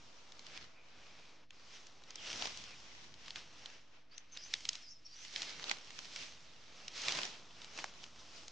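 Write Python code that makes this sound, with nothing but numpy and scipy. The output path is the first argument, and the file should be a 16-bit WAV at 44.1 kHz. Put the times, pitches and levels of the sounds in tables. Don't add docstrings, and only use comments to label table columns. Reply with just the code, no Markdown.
import sys
import numpy as np
from scipy import signal
from scipy.fft import rfft, irfft, next_fast_len
from scipy.io import wavfile
from scipy.ndimage import uniform_filter1d

SR = 44100
rng = np.random.default_rng(int(sys.argv[2]) if len(sys.argv) > 2 else 0)


def undo_db(level):
    steps = np.asarray(level, float) / 20
    return 10 ** steps


def put_to_file(sound):
    columns = np.atleast_2d(sound).T
    safe = np.clip(columns, -1, 1)
    whole_steps = np.round(safe * 32767)
    wavfile.write(sys.argv[1], SR, whole_steps.astype(np.int16))


N = 375291


def evened(x):
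    return x / np.sqrt(np.mean(x ** 2) + 1e-20)


def read(points, hz):
    f, value = np.transpose(points)
    return np.interp(np.log(hz + 1), np.log(f + 1), value)


def curve(rows, column, t):
    rows = np.array(rows)
    return np.interp(t, rows[:, 0], rows[:, column])


def add(mix, s, sound):
    part = mix[:, round(s * SR):][:, :sound.shape[1]]
    part += sound[:, :part.shape[1]]


def shaped(x, spectrum):
    size = next_fast_len(x.shape[1])
    gain = undo_db(read(spectrum, np.fft.rfftfreq(size, 1 / SR)))
    return irfft(rfft(x, size) * gain, size)[:, :x.shape[1]]


def resonate(x, hz, width_hz):
    turn = np.exp(2j * np.pi * np.cumsum(hz * np.ones(x.shape[-1])) / SR)
    r = np.exp(-np.pi * width_hz / SR)
    smooth = signal.lfilter([1 - r], [1, -r], x / turn)
    return 2 * (turn * smooth).real


def pair(size, apart):
    a, b = rng.standard_normal((size, 2)).T
    return np.array([a + apart * b, a - apart * b])


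def wander(top_hz):
    t = np.arange(0, N + 256, 256) / SR
    phases = rng.random(24)
    rates_hz = np.geomspace(.3, top_hz, len(phases))
    slow = sum(np.sin(2 * np.pi * (f * t + p)) for f, p in zip(rates_hz, phases))
    return np.interp(np.arange(N) / SR, t, evened(slow))


# multiple of 50.1 Hz, level/dB rms
HUM_PARTIALS = [(1, -84), (2, -84), (3, -84), (5, -85), (6, -85), (10, -88.5), (13, -88)]


def hum():
    turns = 50.1 * np.arange(N) / SR
    return sum(undo_db(db) * np.sqrt(2) * np.sin(2 * np.pi * (k * turns + rng.random()))
               for k, db in HUM_PARTIALS)


# f/Hz, level/dB
AIR_COLOUR = [(20, -24), (45, 1.5), (100, -0.5), (200, -2), (400, -12), (800, -46)]
# t/s, level/dB
AIR_LEVEL = [(0.0, -69), (0.19, -81), (0.62, -68.5), (0.87, -84), (0.99, -70), (1.42, -79), (2.15, -75),
             (2.35, -62.5), (2.84, -71), (3.39, -68.5), (4.07, -83.5), (4.71, -70), (4.83, -80),
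             (5.43, -74), (6.2, -71), (6.63, -73), (7.23, -70), (7.51, -73), (7.85, -69.5), (8.51, -72)]


def air():
    stir = evened(shaped(pair(size=N, apart=0.81), AIR_COLOUR))
    return stir * undo_db(curve(AIR_LEVEL, 1, np.arange(N) / SR))


# t/s, f/Hz, level/dB
WHISTLE_GLIDES = [
    [(.73, 2440, -64), (.77, 2400, -62), (.87, 2390, -73), (1.1, 2400, -69), (1.4, 2400, -74)],
    [(2.17, 3400, -54), (2.2, 2950, -55), (2.3, 2750, -53)],
    [(2.68, 2600, -61), (2.75, 2440, -60)],
    [(4.11, 4500, -63), (4.155, 5000, -63)],
    [(4.15, 5740, -61), (4.2, 6140, -66), (4.25, 6100, -95)],
    [(4.31, 6150, -82), (4.325, 6200, -54), (4.35, 6200, -58), (4.37, 5960, -60)],
    [(4.375, 5000, -54), (4.41, 5050, -53), (4.44, 4860, -57), (4.48, 4900, -66)],
    [(4.41, 5700, -57), (4.45, 5970, -51.5), (4.49, 6350, -60)],
    [(4.81, 5300, -59), (4.85, 5200, -58), (4.88, 4930, -55), (4.915, 5440, -53), (4.96, 5200, -63),
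     (5.02, 5300, -74)],
    [(4.88, 5900, -65), (4.91, 6300, -58), (4.95, 5900, -68)],
    [(5.045, 5500, -44), (5.065, 5500, -54), (5.12, 5440, -65), (5.165, 5850, -59), (5.26, 6400, -56)],
    [(5.05, 4600, -60), (5.1, 4700, -67), (5.14, 4700, -56), (5.165, 4700, -62)],
]


def whistle(rows):
    t = np.arange(rows[0][0], rows[-1][0], 1 / SR)
    hz = curve(rows, 1, t)
    noise = pair(size=len(t), apart=0.8)
    tone = resonate(resonate(noise, hz, 400), hz, 400)
    return t[0], evened(tone) * undo_db(curve(rows, 2, t)) * signal.windows.tukey(len(t), .2)


# t/s, crack level/dB rms over the break, ring f/Hz, thud level/dB rms over the break
STEM_SNAPS = [(0.3217, -54.0, 4300.0, -71), (0.3942, -52.0, 3950.0, -68), (0.4672, -51.5, 3330.0, -66),
              (0.576, -47.5, 3350.0, -65), (1.5074, -53.5, 3260.0, -72), (1.8696, -56.0, 5520.0, -83),
              (2.0382, -58.0, 3860.0, -76), (2.1068, -49.0, 4880.0, -72), (2.1577, -45.0, 4260.0, -66),
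              (2.33, -43.0, 3600.0, -62), (2.4236, -38.5, 2900, -44), (2.4564, -41.5, 2970.0, -47),
              (2.472, -47.0, 4390.0, -50), (2.574, -46.5, 5240.0, -69), (3.1415, -56.0, 3480.0, -69),
              (3.2821, -49.0, 3230.0, -61), (3.3067, -43.5, 3690.0, -67), (3.3594, -43.0, 3080.0, -60),
              (3.6595, -45.0, 3640.0, -74), (4.1807, -46.0, 5490.0, -88), (4.3737, -44.0, 3830.0, -65),
              (4.5392, -30.5, 3600, -62), (4.6537, -40.0, 3050.0, -64), (4.6912, -29.5, 4920.0, -69),
              (4.7319, -45.0, 4440.0, -68), (4.7545, -45.0, 4090.0, -68), (5.2505, -50.5, 3900.0, -73),
              (5.3617, -36.5, 3190.0, -66), (5.4202, -37.5, 4030.0, -62), (5.6417, -43.0, 3860.0, -56),
              (5.6964, -39.0, 3890.0, -64), (5.7141, -34.0, 2000, -45), (5.9062, -52.0, 2890.0, -74),
              (5.9902, -45.0, 3240.0, -65), (6.1617, -42.0, 2600, -60), (6.8817, -42.0, 4200.0, -80),
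              (7.0193, -43.0, 3830.0, -72), (7.0842, -32.5, 2400, -47), (7.123, -36.0, 4240.0, -52),
              (7.1889, -41.0, 2370.0, -46), (7.2334, -39.0, 3300.0, -65), (7.6186, -51.0, 3400.0, -65),
              (7.646, -51.0, 3660.0, -70), (7.7892, -44.5, 1700, -54), (7.8427, -43.0, 1200, -42),
              (8.0407, -47.5, 3630.0, -70), (8.4819, -48.0, 5070.0, -67)]
# multiple of the ring f, level/dB
CRACK_COLOUR = [(.2, -45), (.45, -18), (.85, -3), (1, 0), (1.2, -3), (2.2, -14)]
# f/Hz, level/dB
CRACK_TREBLE = [(7000, -2), (10000, -2), (12500, -40)]


def snap(s, crack_db, ring_hz, thud_db):
    t = np.arange(-400, 1200) / SR
    tearing = np.exp(-abs(t) / np.where(t < 0, .0011, .0013))
    splinters = .06 * np.exp(-abs(t) / 0.011) * (t > 0)
    click = 1.5 * (t == 0)
    drive = .32 * (tearing + splinters) * pair(size=len(t), apart=1.1) + click
    ring = shaped(drive, [(share * ring_hz, db) for share, db in CRACK_COLOUR])
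    crack = shaped(ring + .3 * shaped(drive, FROND_COLOUR), CRACK_TREBLE)
    thud = resonate(resonate(np.gradient(drive, axis=1), 660, 760), 660, 760)
    during = abs(t) < .003
    crack = undo_db(crack_db) * crack / crack.mean(axis=0)[during].std()
    thud = undo_db(thud_db) * thud / thud.mean(axis=0)[during].std()
    return s + t[0], crack + thud


# peak t/s, frond crackle level/dB in its middle band,
# swell t/s per 10 dB, fade t/s per 10 dB, litter crush level/dB over that crackle
BODY_SWEEPS = [(.569, -54, .13, .035, -9), (.621, -58, .03, .06, -8), (1.754, -57.5, .11, .08, -9),
               (1.871, -65, .04, .04, -6), (2.108, -61, .04, .025, -6), (2.272, -47, .055, .3, -13),
               (2.45, -47.5, .17, .065, -5), (2.585, -57.5, .03, .2, -8), (3.288, -57, .11, .07, -8),
               (3.367, -50.5, .015, .06, -10), (3.664, -59, .2, .12, -7), (3.76, -62, .1, .04, -7),
               (3.954, -68.5, .08, .1, -3), (4.13, -65, .025, .14, -7), (4.355, -58.5, .025, .09, -10),
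               (4.54, -55.5, .14, .17, -11), (4.657, -57, .03, .02, -10), (4.749, -55, .1, .085, -12),
               (5.248, -55.5, .11, .06, -16), (5.375, -48, .06, .15, -13), (5.43, -52, .04, .05, -9),
               (5.5, -51, .1, .05, -8), (5.712, -48.5, .13, .05, -6), (5.979, -59, .13, .2, -9),
               (6.168, -54, .06, .05, -10), (6.223, -49.5, .1, .07, -12), (6.79, -60, .12, .4, -5),
               (6.964, -47, .022, .22, -14), (7.04, -47.5, .08, .1, -12), (7.091, -40.5, .05, .1, -7.5),
               (7.189, -43, .06, .025, -5), (7.236, -46, .03, .06, -9), (7.35, -59, .15, .05, -2),
               (7.63, -58, .09, .15, -7), (7.792, -49.5, .055, .08, -5), (8.037, -60, .15, .08, -8),
               (8.199, -61.5, .06, .12, -5), (8.378, -58, .13, .12, -7)]
# t/s, frond crackle level/dB in its middle band,
# brightness of all frond crackle/dB per octave of f + 500 Hz, litter crush level/dB over that crackle
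FAINT_RUSTLE = [(0, -66.5, 2, -1), (.4, -66, 0, -2), (.81, -70, -2.5, 0), (1.04, -63, -1, -3.5),
                (1.3, -65, 0, -3), (1.44, -69.5, -4, -1), (1.482, -88, -4, -4), (1.53, -67, -2, -4),
                (1.8, -66.5, 1.5, -3), (2.05, -69, -1, -1), (2.45, -66, 2, -3), (2.8, -64, .5, -4),
                (3.04, -61, 0, -6), (3.13, -69.5, .5, -1), (3.6, -66, 0, -4), (3.85, -74, -2, -4),
                (4.08, -80, -5, -1), (4.3, -76, -2.5, -1), (4.6, -72, 3, -7), (5.02, -77, 0, -2),
                (5.25, -70, 2.5, -4), (5.6, -61, 0, -6), (6.1, -61, 2.5, -7), (6.62, -65.5, 0, -4.5),
                (7.0, -66, 1, -3), (7.45, -67, .5, -1), (8.0, -67.5, 1.5, 0), (8.51, -68, 3.5, 0)]


def effort():
    t = np.arange(0, N + 64, 64) / SR
    s, peak_db, swell_s, fade_s, crush_db = np.transpose(BODY_SWEEPS)[:, :, None]
    sweeps = undo_db(peak_db - 10 * abs(t - s) / np.where(t < s, swell_s, fade_s)) ** 2
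    rustle = undo_db(curve(FAINT_RUSTLE, 1, t)) ** 2
    fronds = rustle + sweeps.sum(axis=0)
    rustle_crush = rustle * undo_db(curve(FAINT_RUSTLE, 3, t)) ** 2
    litter = rustle_crush + (sweeps * undo_db(crush_db) ** 2).sum(axis=0)
    return [np.interp(np.arange(N) / SR, t, 10 * np.log10(power)) for power in (fronds, litter)]


def crackle(per_s, spread_db, grain_s, hiss):
    size = undo_db(spread_db * np.minimum(rng.exponential(1, N), 5))
    breaks = size * (rng.random(N) < per_s / SR)
    t = np.arange(-400, 400) / SR
    puff = np.exp(-abs(t) / np.where(t < 0, 0.11 * grain_s, grain_s))
    puffs = evened(signal.oaconvolve(breaks, puff, "same"))
    return np.sqrt((hiss ** 2 + puffs ** 2) / (hiss ** 2 + 1))


# f/Hz, level/dB
SPREAD_COLOUR = [(100, -1.5), (700, -2.5), (2500, 1), (8000, 0.5)]


def coloured(grain, spectrum, level_db, patchy_db, tilted=0):
    noise = grain * rng.standard_normal((2, N))
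    hz, t, (a, b) = signal.stft(noise, SR, nperseg=256, noverlap=192)
    patches = rng.standard_normal((len(t), len(hz))).T
    patches = uniform_filter1d(patches, size=4, axis=0)
    patches = evened(uniform_filter1d(patches, size=30, axis=1))
    side = b * undo_db(read(SPREAD_COLOUR, hz)[:, None])
    octaves = np.log2((hz[:, None] + 500) / 3300)
    tilt_db = tilted * octaves * curve(FAINT_RUSTLE, 2, t)
    z = np.array([a + side, a - side])
    z *= undo_db(read(spectrum, hz)[:, None] + patchy_db * patches + tilt_db)
    ears = signal.istft(z, SR, nperseg=256, noverlap=192)[1][:, :N]
    return ears / ears.mean(axis=0).std() * undo_db(level_db)


# f/Hz, level/dB per Hz
FROND_COLOUR = [(500, -58.5), (1200, -8.5), (2000, -1.5), (2900, 0), (4200, -2), (5800, -2), (7000, -9.5),
                (9000, -9)]
# f/Hz, level/dB per Hz
LITTER_COLOUR = [(60, -17), (200, 0), (400, -0.5), (800, 0.5), (1400, -1.5), (2500, -26)]


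def bracken(fronds_db, litter_db):
    hiss = undo_db(5.5 - 0.27 * (fronds_db + 52))
    breaks = crackle(per_s=300, spread_db=4.0, grain_s=.0018, hiss=hiss)
    fronds = coloured(breaks, FROND_COLOUR, fronds_db + 3.7, patchy_db=1.0, tilted=1)
    litter = coloured(breaks + 0.18, LITTER_COLOUR, litter_db, patchy_db=0.5)
    return fronds + litter


# t/s, left over right level/dB
PERSON_LEAN = [(0, .1), (4.2, .1), (4.8, -1.6), (7.2, -1.2), (7.7, .1), (8.5, -.2)]


def scene():
    fronds_db, litter_db = effort()
    mix = bracken(fronds_db, litter_db)
    for row in STEM_SNAPS:
        add(mix, *snap(*row))
    lean_db = curve(PERSON_LEAN, 1, np.arange(N) / SR)
    mix = mix * undo_db(lean_db * np.array([[.5], [-.5]])) + air() + hum()
    for rows in WHISTLE_GLIDES:
        add(mix, *whistle(rows))
    return mix


def low_pass(x):
    return signal.sosfilt(signal.butter(12, 10040, fs=SR, output="sos"), x)


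# f/Hz, level/dB
MICROPHONE_COLOUR = [(5500, 0.5), (7000, -0.5), (8000, -11.5), (9000, -18.5), (10000, -34.5), (11000, -78)]


def record(dry):
    left, right = shaped(dry, MICROPHONE_COLOUR)
    side_gain_db = -8 + 2.5 * wander(top_hz=8)
    mid = (left + right) / 2
    side = (left - right) / 2 * undo_db(side_gain_db)
    offset = .00136
    mix = np.array([mid + side, mid - side]) + offset
    return low_pass(mix)


dry = scene()
out = record(dry)
put_to_file(out)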